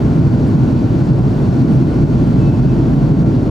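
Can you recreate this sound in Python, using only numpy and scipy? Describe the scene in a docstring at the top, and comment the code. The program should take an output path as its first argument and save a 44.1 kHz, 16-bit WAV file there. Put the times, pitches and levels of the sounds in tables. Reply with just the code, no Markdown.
"""Airliner cabin in cruise

At a window seat behind the wing, engine roar booms through the fuselage: shaped noise with two swelling bands.
Rushing air hisses over it as shaped noise with turbulent patches, and once, late on, dips briefly.
A low drone swells and a fan whines thinly, both wavering sines; the cabin trim squeaks (unsteady tones)
and rustles (bursts of high noise) faintly. A limiter ducks the peaks of the sum."""
import sys
import numpy as np
from scipy import signal
from scipy.fft import rfft, irfft
from scipy.io import wavfile
from scipy.ndimage import uniform_filter1d

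SR = 44100
rng = np.random.default_rng(int(sys.argv[2]) if len(sys.argv) > 2 else 0)


def pcm_store(signal):
    """Save signal as 16-bit PCM."""
    levels = np.round(np.clip(np.atleast_2d(signal), -1, 1) * 32767)
    wavfile.write(sys.argv[1], SR, levels.astype(np.int16).T)


N = 154350  # samples, 3.5 s

# Faint tones of rubbing trim: start_s, length_s, pitch_hz, level_db
SQUEAKS = [(1.003, .11, 4996, -59), (1.68, 0.096, 9582, -72), (2.356, .23, 2610, -52),
           (2.59, .18, 2575, -55)]
# Soft brushes of high noise: start_s, length_s, centre_hz, level_db
RUSTLES = [(0.449, .06, 8500, -63), (1.01, .09, 6000, -58), (1.688, .1, 10500, -66),
           (2.91, .07, 11500, -67)]
RUSTLE_OCTAVES = 0.4

# Swell of the shaft drone: time_s, level_db
DRONE_LEVEL = [(0, -38), (.6, -34), (.9, -29), (1.5, -27.5), (1.72, -34), (1.95, -24), (2.7, -24.5),
               (3.2, -25), (3.5, -30)]
DRONE_HZ, WHINE_HZ, WHINE_DB = 52.66, 1371, -49.5

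# Coherence between the two microphones: frequency_hz, likeness (1 = identical)
COHERENCE = [(25, .98), (50, .998), (130, .995), (190, .98), (230, .93), (330, .93), (400, .79), (500, .66),
             (600, .65), (800, .28), (1000, .42), (1200, .22), (1500, .52), (1850, .28), (2600, .63),
             (3400, .55), (4500, .79), (6300, .8), (9200, .55), (12000, .9)]
# Phase by which left leads right: frequency_hz, lead_rad
PHASE_LEAD = [(25, .15), (95, .37), (195, .46), (250, .14), (450, 0), (620, .8), (800, 1.65), (1150, 1.2),
              (1600, .8), (2050, -.3), (2900, .15), (4000, -.08), (7000, .08), (14000, 0)]
# Level of left minus right: frequency_hz, difference_db
LEFT_TILT = [(30, -.5), (180, -.9), (270, 0), (340, 1.8), (700, 1.3), (1030, -.8), (1300, .5), (1550, -.3),
             (2000, 1.3), (4500, 1.6), (7000, .7), (12000, 0)]

# Relative spectral density of the rushing air: frequency_hz, density_db (per Hz)
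AIR_SPECTRUM = [(100, -19.5), (500, 5.5), (900, 14), (1150, 11), (1300, 3), (1410, 8.5), (1480, 13),
                (1580, 6.5), (2000, 3), (2600, 0.5), (3400, -2.5), (3900, -3.5), (4120, -1), (4300, -4),
                (4480, 0.1), (4850, -6.5), (5300, -6.5), (5680, -5.5), (6100, -9), (7300, -11.5),
                (8000, -16), (9500, -18.5), (10900, -22.5), (11450, -19.5), (12500, -24.5), (13500, -27),
                (15000, -35.5)]
# Gain of the hiss: time_s, gain_db
HISS_GAIN = [(0, 1), (.2, 0), (.48, 0.3), (.63, 0.8), (.85, -0.5), (1.06, 0.9), (1.17, -.7), (1.48, 1.1),
             (1.85, 0.4), (2.3, 0.5), (2.42, 0.5), (2.72, .5), (2.88, 0), (3.225, -0.5), (3.245, -6.5),
             (3.265, -0.5), (3.5, -1)]
AIR_DB, PATCH_DB, FLUTTER_DB = -37.5, 0.45, 0.17  # base level; rms depths of patches and flutter

# Relative spectral density of the engine roar: frequency_hz, density_db (per Hz)
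ROAR_SPECTRUM = [(15, -38.5), (25, -25.5), (36, -14.5), (48, -23.5), (64, -10), (78, -12.5), (100, -6),
                 (118, -2.5), (131, 1.9), (143, -2), (157, -1.5), (172, -6.5), (192, -5.5), (210, -9),
                 (232, -6), (268, -7), (294, -11), (332, -9.5), (350, -15), (420, -19), (520, -26),
                 (600, -24.5), (800, -29.5), (1100, -37), (1600, -48.5), (3000, -81)]
# Gain at the centre of the boom band: time_s, gain_db
BOOM_GAIN = [(0, -2.5), (.2, 3), (.42, -3.5), (.6, 2.5), (.88, -3.5), (1.08, 2.5), (1.2, 1.5), (1.5, -3.5),
             (1.72, 1.5), (1.95, -3), (2.15, 1), (2.5, 2), (2.8, -3), (3.05, 1), (3.3, -0.5), (3.5, -6.5)]
# Gain at the centre of the upper roar band: time_s, gain_db
BODY_GAIN = [(0, 0), (.4, -1.5), (.75, 1), (1.2, -2), (1.5, -2), (1.62, 6), (1.78, 0.5), (2.1, 0.5),
             (2.72, 0), (2.87, 3), (3.05, -1), (3.5, 1)]
ROAR_DB = -10.5  # before the two bands swell
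BOOM_HZ, BOOM_OCTAVES = 143, 0.4
BODY_HZ, BODY_OCTAVES = 276, 0.2

CEILING_DB, RELEASE_DB_PER_S, ATTACK_S = -2.5, 47, 0.002
EDGE_HZ = 14700  # upper band limit


def amp(db):
    """Level: a gain is ten to the power of decibels over twenty."""
    return 10 ** (np.asarray(db) / 20)


def unit(x):
    """Normalization: dividing by the root mean square gives rms 1."""
    return x / np.sqrt(np.mean(x ** 2) + 1e-20)


def at_hz(points, hz):
    """Interpolation of a spectrum along a logarithmic frequency axis."""
    f, value = np.transpose(points)
    return np.interp(np.log(hz + 1), np.log(f + 1), value)


def at_time(points, t):
    """Linear interpolation of a control curve in time."""
    return np.interp(t, *np.transpose(points))


def add(mix, start, sound):
    """Superposition: pressures add from the start time (s) onward."""
    part = mix[max(round(start * SR), 0):][:len(sound)]
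    part += sound[:len(part)]


def wander(rate):
    """Low-pass noise: a Gaussian roll-off at rate (Hz) leaves slow random motion of rms 1."""
    f = np.fft.rfftfreq(N, 1 / SR)
    low_pass = np.exp(-(f / rate) ** 2) * (f > 0)  # no constant offset
    return unit(irfft(rfft(rng.standard_normal(N)) * low_pass, N))


def band(x, hz, octaves):
    """Band-pass filtering: a Gaussian bell in log frequency, without phase shift."""
    f = np.fft.rfftfreq(N, 1 / SR)
    bell = np.exp(-.5 * (np.log2((f + 1) / hz) / octaves) ** 2)
    return irfft(rfft(x) * bell, N)


def cabin_noise(spectrum):
    """Partial coherence: random-phase noise in a diffuse field, as two microphones pick it up."""
    hz = np.fft.rfftfreq(N, 1 / SR)
    a, b = np.exp(2j * np.pi * rng.random((2, len(hz))))
    coherence = np.clip(at_hz(COHERENCE, hz), -.999, .999)
    mid = a * np.sqrt(1 + coherence)
    side = b * np.sqrt(1 - coherence)
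    # each channel takes half of the level and phase difference
    lean = amp(at_hz(LEFT_TILT, hz) / 2) * np.exp(.5j * at_hz(PHASE_LEAD, hz))
    channels = np.array([(mid + side) * lean, (mid - side) / lean])
    return unit(irfft(channels * amp(at_hz(spectrum, hz)), N))


def rustle(length, hz, db):
    """Band-limited noise: a brief soft brush under a smooth rise and fall."""
    count = int(length * SR)
    brush = band(rng.standard_normal(N), hz, RUSTLE_OCTAVES)[:count]
    return amp(db) * unit(brush * np.hanning(count))


def squeak(length, hz, db):
    """Frictional vibration: rubbing trim panels give a tone unsteady in pitch and strength."""
    count = int(length * SR)
    pitch_hz = hz * (1 + .006 * wander(rate=16)[:count])
    phase = 2 * np.pi * np.cumsum(pitch_hz) / SR
    grip = 1 + .25 * wander(rate=35)[:count]
    fade = signal.windows.tukey(count, .5)
    return amp(db) * unit(np.sin(phase) * grip * fade)


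def tone(hz, waver_hz, rate, lead=0):
    """Frequency modulation: a wavering sine on both channels, left leading by lead (rad)."""
    phase = 2 * np.pi * np.cumsum(hz + waver_hz * wander(rate)) / SR
    return unit(np.sin([phase + lead, phase]))


def machines(t):
    """Rotational tones: the low drone of engine shafts, and a thin fan whine a little to the left."""
    drone = tone(DRONE_HZ, waver_hz=1.12, rate=3, lead=0.25) * amp(at_time(DRONE_LEVEL, t))
    whine = tone(WHINE_HZ, waver_hz=1.7, rate=8, lead=.8)
    whine_level = amp(WHINE_DB + 0.79 * wander(rate=6))
    left_right_gain = amp([[2], [-2]])
    return drone + whine * whine_level * left_right_gain


def air(t):
    """Turbulent flow noise: small patches in time and frequency swell at random, with slight flutter."""
    window = dict(nperseg=512, noverlap=384)
    z = signal.stft(cabin_noise(AIR_SPECTRUM), **window)[2]
    patches = rng.standard_normal(z.shape[1:])  # shared by both channels
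    patches = uniform_filter1d(patches, size=9, axis=0)  # smooth over frequency
    patches = unit(uniform_filter1d(patches, size=22, axis=1))  # smooth over time
    hiss = signal.istft(z * amp(PATCH_DB * patches), **window)[1][:, :N]
    return hiss * amp(AIR_DB + at_time(HISS_GAIN, t) + FLUTTER_DB * wander(rate=20))


def roar(t):
    """Resonant transmission: exhaust roar through the fuselage, two bands of it swelling and easing."""
    noise = cabin_noise(ROAR_SPECTRUM)
    # gain minus one: the band is already present once in the noise
    boom = band(noise, BOOM_HZ, BOOM_OCTAVES) * (amp(at_time(BOOM_GAIN, t)) - 1)
    body = band(noise, BODY_HZ, BODY_OCTAVES) * (amp(at_time(BODY_GAIN, t)) - 1)
    return amp(ROAR_DB) * (noise + boom + body)


def scene():
    """Superposition of faint cabin sounds, machine tones, air and roar."""
    t = np.arange(N) / SR
    small = np.zeros(N)  # the same in both channels
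    for start, length, hz, db in RUSTLES:
        add(small, start, rustle(length, hz, db))
    for start, length, hz, db in SQUEAKS:
        add(small, start, squeak(length, hz, db))
    return small + machines(t) + air(t) + roar(t)


def record(dry):
    """Peak limiting: gain drops quickly and recovers slowly; then a low-pass sets the band limit."""
    peak_db = 20 * np.log10(abs(dry).max(0) + 1e-9)
    over_db = np.maximum(peak_db - CEILING_DB, 0)
    # a running maximum on a rising ramp holds each peak and releases it at a steady rate
    ramp = np.arange(N) / SR * RELEASE_DB_PER_S
    held_db = np.maximum.accumulate(over_db + ramp) - ramp
    limited = dry * amp(-uniform_filter1d(held_db, int(ATTACK_S * SR)))
    soft_ends = signal.windows.tukey(N, .002)
    low_pass = signal.firwin(401, EDGE_HZ, window=("kaiser", 9), fs=SR)
    return signal.oaconvolve(limited * soft_ends, low_pass[None], "same", axes=1)


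dry = scene()
out = record(dry)
pcm_store(out)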